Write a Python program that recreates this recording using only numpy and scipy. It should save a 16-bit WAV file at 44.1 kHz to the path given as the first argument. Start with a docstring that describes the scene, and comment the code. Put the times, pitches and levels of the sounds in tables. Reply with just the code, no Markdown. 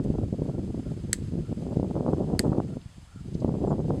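"""Gusty wind buffets a camera microphone in an open grassy field, with one short lull.
Hundreds of small eddies push and pull at the microphone, with big single buffets among them.
Close by, a small hard part, probably a dial on the camera, clicks twice: a crack and a short ring.
Behind it lie faint brushes of dry grass, very distant hoarse bird calls, one thin falling chirp
and a soft bed of hiss."""
import sys
import numpy as np
from scipy import signal
from scipy.fft import rfft, irfft
from scipy.io import wavfile

SR = 44100
rng = np.random.default_rng(int(sys.argv[2]) if len(sys.argv) > 2 else 0)


def wrap_up_sound(samples):
    """Save the sound to the file named by the first command line argument, as 16-bit audio."""
    columns = np.atleast_2d(samples).T
    # keep every value between -1 and 1, then stretch to whole-number steps
    tamed = np.clip(columns, -1, 1)
    steps = np.round(tamed * 32767).astype(np.int16)
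    wavfile.write(sys.argv[1], SR, steps)


N = 176400

# The ride of the wind; faster air is brighter: time_s, level_db, corner_hz
GUSTS = [(0, -29, 117), (.12, -27.5, 111), (.25, -28.5, 109), (.3, -35.5, 84), (.34, -32.5, 111),
         (.55, -30.5, 118), (.72, -32.5, 97.3), (1.2, -34, 78), (1.4, -29, 91), (1.48, -35, 78),
         (1.53, -29, 94), (1.57, -36.5, 85), (1.61, -30, 129), (1.72, -30, 135), (1.87, -31.5, 121),
         (2.06, -27.5, 162), (2.34, -27, 144), (2.42, -31.5, 122), (2.46, -26, 165), (2.562, -30, 177),
         (2.67, -32, 97), (2.77, -38.5, 107), (2.83, -49, 56), (3.11, -49, 42.4), (3.17, -39.5, 54),
         (3.3, -36.5, 79), (3.48, -28, 139), (3.76, -26.5, 157), (3.83, -30, 107), (3.92, -25, 156),
         (4, -31, 123)]
# The biggest single thumps of air: time_s, level_db, corner_hz
BIG_BUFFETS = [(.103, -10, 116), (.141, -20.5, 172), (.328, -12, 117), (.42, -14.5, 131),
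               (.502, -22.5, 152), (0.586, -31, 162), (1.355, -17.5, 113), (1.388, -16, 112),
               (1.527, -18, 173), (1.667, -21.5, 190), (1.771, -8.5, 135), (1.798, -12, 169),
               (1.83, -12, 178), (1.955, -20, 256), (2.008, -13.5, 205), (2.064, -12.5, 253),
               (2.173, -30.5, 200), (2.4004, -11, 125), (2.482, -11, 122), (2.495, -12.5, 105),
               (2.519, -11, 141), (2.531, -17.5, 336), (2.584, -10, 169), (2.602, -12, 270),
               (2.77, -19.5, 160), (2.86, -27, 52), (2.982, -31.5, 78.4), (3.161, -28.5, 84),
               (3.353, -14.5, 108), (3.447, -8, 180), (3.493, -17, 232), (3.6, -33, 199),
               (3.642, -16.5, 190), (3.713, -25, 187), (3.793, -13, 158), (3.906, -11.5, 269)]
EDDIES_PER_S, EDDY_HALF_S = 620, .012
SIZE_SPREAD_DB, CORNER_SPREAD = 2, .22
CLUMP_HZ, CLUMP_DB, CLUMP_BRIGHTEN = 30.2, 3, .11
BOOM_HZ, BOOM_WIDTH_HZ, BOOM_DB = 153, 59.6, -11.5
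SUBSONIC_HZ, LOW_CUT_HZ, WIND_TOP_HZ = 24, 37, 1610

# Dial click cues: start_s, crack_db, ring_db
DIAL_CLICKS = [(1.1301, -21.5, -28.5), (2.3927, -23.5, -31)]
# Resonances of the dial: pitch_hz, swell_ms, first_click_db, second_click_db
DIAL_MODES = [(1530, .8, -25.5, -23.5), (1900, 1.25, -24, -26.5), (2450, .6, -38, -24),
              (4000, .9, -28, -28), (4520, .8, -21, -16), (4950, .7, -33, -22), (6020, 1.1, -22, -32),
              (6550, 1.1, -29, -29), (7680, 1.2, -15, -27), (8150, 1.0, -18, -23), (8900, 1.0, -19, -26),
              (9750, .7, -28, -25), (10850, .9, -22, -30), (11500, .8, -32, -30), (12800, .7, -40, -35),
              (14200, .7, -38, -37)]
# Colour of the crack: frequency_hz, relative_db
CRACK_EQ = [(500, -35), (1100, -26), (1600, 0), (3200, 8), (7000, 14), (11000, 1), (12500, -1), (16000, 0)]
# Colour of the after-ring: frequency_hz, relative_db
RING_EQ = [(1000, -20), (1500, -9), (1880, 5.5), (2300, -9), (4300, -4.5), (5300, -5.5), (6500, -2),
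           (7200, -2), (7750, 2.5), (8700, -2), (9500, -8), (11000, -11), (12500, -20), (16000, -29)]
CRACK_MS, DIAL_LOW_CUT_HZ = .72, 1150
RING_RISE_S, RING_T60_S, SCATTER_T60_S, SCATTER_DB = .00078, .044, .22, -18
PING_HZ, PING_T60_S, PING_DB = 7870, .3, -25  # a thin lingering tone, relative to the after-ring

# Grass rustle cues: start_s, level_db, centre_hz
GRASS_RUSTLES = [(.036, -58, 7250), (2.81, -62, 3200), (3.341, -52.5, 4900), (3.399, -55.5, 5240),
                 (3.925, -75, 11200)]
RUSTLE_MS, RUSTLE_OCTAVES = 6, .4

# Distant bird cues: start_s, level_db
BIRD_CALLS = [(0.119, -68), (.48, -69), (.8, -70), (1.409, -68), (2.65, -69.5), (3.07, -66)]
CALL_S, CALL_HZ, CALL_ARCH, CALL_WIDTH_HZ = .15, 1313, .0497, 77
CHIRP_AT_S, CHIRP_S, CHIRP_DB = 3.655, .08, -65.5
CHIRP_HZ, CHIRP_FALL_HZ_PER_S, CHIRP_WIDTH_HZ = 7600, 10000, 260

# Colour of the hiss bed: frequency_hz, relative_db
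HISS_EQ = [(100, -14), (700, 6), (1200, 3), (2200, -0.5), (3200, 0), (3900, -2.5), (4900, 0), (6300, -1.5),
           (7600, -2), (10000, -9), (12000, -19.5), (13500, -22), (16000, -39)]
# Fader ride of the hiss bed: time_s, level_db
HISS_RIDE = [(0, -59), (.3, -60.5), (.95, -58.5), (1.6, -59), (2.7, -59.5), (3.12, -60.5), (3.5, -60),
             (4, -59)]
HISS_FLICKER_DB = .78

# Treble dips of the microphone housing: centre_hz, width_hz, depth_fraction
HOUSING_DIPS = [(5690, 610, 0.83), (6880, 240, 1)]
BAND_LIMIT_HZ = 16000


def wind():
    """Eddies arrive in clumps, with big buffets among them, and boom at the microphone port."""
    gust_s, gust_db, gust_hz = np.transpose(GUSTS)
    clumps = noise(lambda hz: 1 / (1 + (hz / CLUMP_HZ) ** 4) * hz / (hz + CLUMP_HZ / 2))
    times = np.arange(0, N / SR, 1 / EDDIES_PER_S)
    air = np.zeros(N)
    for at, (late, size, speed, phase) in zip(times, rng.standard_normal((len(times), 4))):
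        clump, size, speed = np.clip([clumps[int(at * SR)], size, speed], -2, 2)
        hz = np.interp(at, gust_s, gust_hz) * np.exp(CORNER_SPREAD * speed + CLUMP_BRIGHTEN * clump)
        db = np.interp(at, gust_s, gust_db) + SIZE_SPREAD_DB * size + CLUMP_DB * clump
        makeup = np.sqrt(2 * np.pi * hz / EDDIES_PER_S)  # short, bright eddies keep their weight
        add(air, at + late / EDDIES_PER_S - EDDY_HALF_S, amp(db) * makeup * eddy(hz, phase))
    for at, db, hz in BIG_BUFFETS:
        add(air, at - EDDY_HALF_S, amp(db) * eddy(hz, rng.random()))
    air += amp(BOOM_DB) * resonance(air, BOOM_HZ, BOOM_WIDTH_HZ)
    air = pass_filter(air, "high", LOW_CUT_HZ, order=1)  # the microphone's low cut
    air = pass_filter(air, "high", SUBSONIC_HZ, order=2)
    return pass_filter(air, "low", WIND_TOP_HZ, order=4)


def eddy(corner_hz, phase_turns):
    """The push and pull of one passing eddy: fullest at the corner, falling exponentially above it."""
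    t = np.arange(-EDDY_HALF_S, EDDY_HALF_S, 1 / SR)
    pulse = np.exp(2j * np.pi * phase_turns) / (1 - 2j * np.pi * corner_hz * t) ** 2
    return np.hanning(len(t)) * pulse.real


def dial():
    """Each click is a crack over damped modes, tailed by a short ring and weak scatter off the ground."""
    out, t = np.zeros(N), np.arange(SR // 4) / SR
    attack = np.minimum(t / RING_RISE_S, 1)
    tail = amp(-60 * t / RING_T60_S) + amp(SCATTER_DB - 60 * t / SCATTER_T60_S)
    for click, (at, crack_db, ring_db) in enumerate(DIAL_CLICKS):
        modes = sum((-1) ** m * amp(levels_db[click]) * swell(t, ms) * np.sin(2 * np.pi * hz * t)
                    for m, (hz, ms, *levels_db) in enumerate(DIAL_MODES))
        crack = amp(crack_db) * swell(t, CRACK_MS) * noise(eq_curve(CRACK_EQ), size=len(t))
        ring = amp(ring_db) * attack * tail * noise(eq_curve(RING_EQ), size=len(t))
        ping = amp(ring_db + PING_DB - 60 * t / PING_T60_S) * np.sin(2 * np.pi * PING_HZ * t)
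        add(out, at, modes + crack + ring + ping)
    return pass_filter(out, "high", DIAL_LOW_CUT_HZ, order=4)


def grass():
    """Dry blades brush in short, soft bursts."""
    out, t = np.zeros(N), np.arange(SR // 10) / SR
    for at, db, centre_hz in GRASS_RUSTLES:
        burst = noise(lambda hz: np.exp(-.5 * (np.log2(hz / centre_hz) / RUSTLE_OCTAVES) ** 2), len(t))
        add(out, at, amp(db) * swell(t, RUSTLE_MS) * burst)
    return out


def bird_calls():
    """Far-off hoarse calls, of which only the strongest, arching partial carries."""
    out, t = np.zeros(N), np.arange(0, CALL_S, 1 / SR)
    arch = np.sin(np.pi * t / CALL_S)
    tone = glide(CALL_HZ * (1 + CALL_ARCH * arch))
    for at, db in BIRD_CALLS:
        rasp = flutter(CALL_WIDTH_HZ, size=SR)[:len(t)]
        add(out, at, amp(db) * unit(arch * tone * rasp))
    return out


def bird_chirp():
    """One thin, falling note from a small, far bird."""
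    out, t = np.zeros(N), np.arange(0, CHIRP_S, 1 / SR)
    arch = np.sin(np.pi * t / CHIRP_S)
    tone = glide(CHIRP_HZ - CHIRP_FALL_HZ_PER_S * t)
    rasp = flutter(CHIRP_WIDTH_HZ, size=SR)[:len(t)]
    add(out, CHIRP_AT_S, amp(CHIRP_DB) * unit(arch * tone * rasp))
    return out


def hiss():
    """A thin bed of field and microphone hiss, gently swelling and flickering."""
    ride_db = np.interp(np.arange(N) / SR, *np.transpose(HISS_RIDE))
    flicker_db = HISS_FLICKER_DB * flutter(corner_hz=20)
    return noise(eq_curve(HISS_EQ)) * amp(ride_db + flicker_db)


def amp(db):
    """Decibels to gain."""
    return 10 ** (np.asarray(db) / 20)


def unit(x):
    """Scales to an rms of one."""
    return x / np.sqrt(np.mean(x ** 2) + 1e-20)


def add(mix, start_s, sound):
    """Drops a sound into the mix on its cue."""
    start = round(start_s * SR)
    sound = sound[max(-start, 0):]
    part = mix[max(start, 0):][:len(sound)]
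    part += sound[:len(part)]


def noise(shape, size=N):
    """Noise coloured by the gain curve shape(hz), at an rms of one."""
    hz = np.fft.rfftfreq(size, 1 / SR) + 1
    return unit(irfft(rfft(rng.standard_normal(size)) * shape(hz), size))


def flutter(corner_hz, size=N):
    """Random wobble, mostly slower than the corner."""
    return noise(lambda hz: 1 / (1 + (hz / corner_hz) ** 2), size)


def eq_curve(points):
    """Joins (frequency_hz, relative_db) points into a gain curve."""
    points_hz, db = np.transpose(points)
    return lambda hz: amp(np.interp(np.log(hz), np.log(points_hz), db))


def swell(t, peak_ms):
    """Rises softly to one, then dies away."""
    u = t * 1000 / peak_ms
    return (u * np.exp(1 - u)) ** 2


def glide(pitch_hz):
    """A sine that follows a pitch curve."""
    return np.sin(2 * np.pi * np.cumsum(pitch_hz) / SR)


def resonance(x, centre_hz, width_hz):
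    """Picks out one resonant band."""
    return signal.lfilter(*signal.iirpeak(centre_hz, centre_hz / width_hz, fs=SR), x)


def pass_filter(x, kind, corner_hz, order):
    """A smooth high-pass or low-pass."""
    return signal.sosfilt(signal.butter(order, corner_hz, kind, fs=SR, output="sos"), x)


def scene():
    """All layers meet at one microphone."""
    return (dial() + hiss() + grass() + bird_calls() + bird_chirp() + wind())[None]


def record(dry):
    """The housing carves two narrow dips in the treble; a steep low-pass trims the very top."""
    out = dry
    for hz, width_hz, depth in HOUSING_DIPS:
        out = out - depth * resonance(out, hz, width_hz)
    low_pass = signal.firwin(255, BAND_LIMIT_HZ, window=("kaiser", 9), fs=SR)
    return signal.oaconvolve(out, low_pass[None], "same")


dry = scene()
out = record(dry)
wrap_up_sound(out)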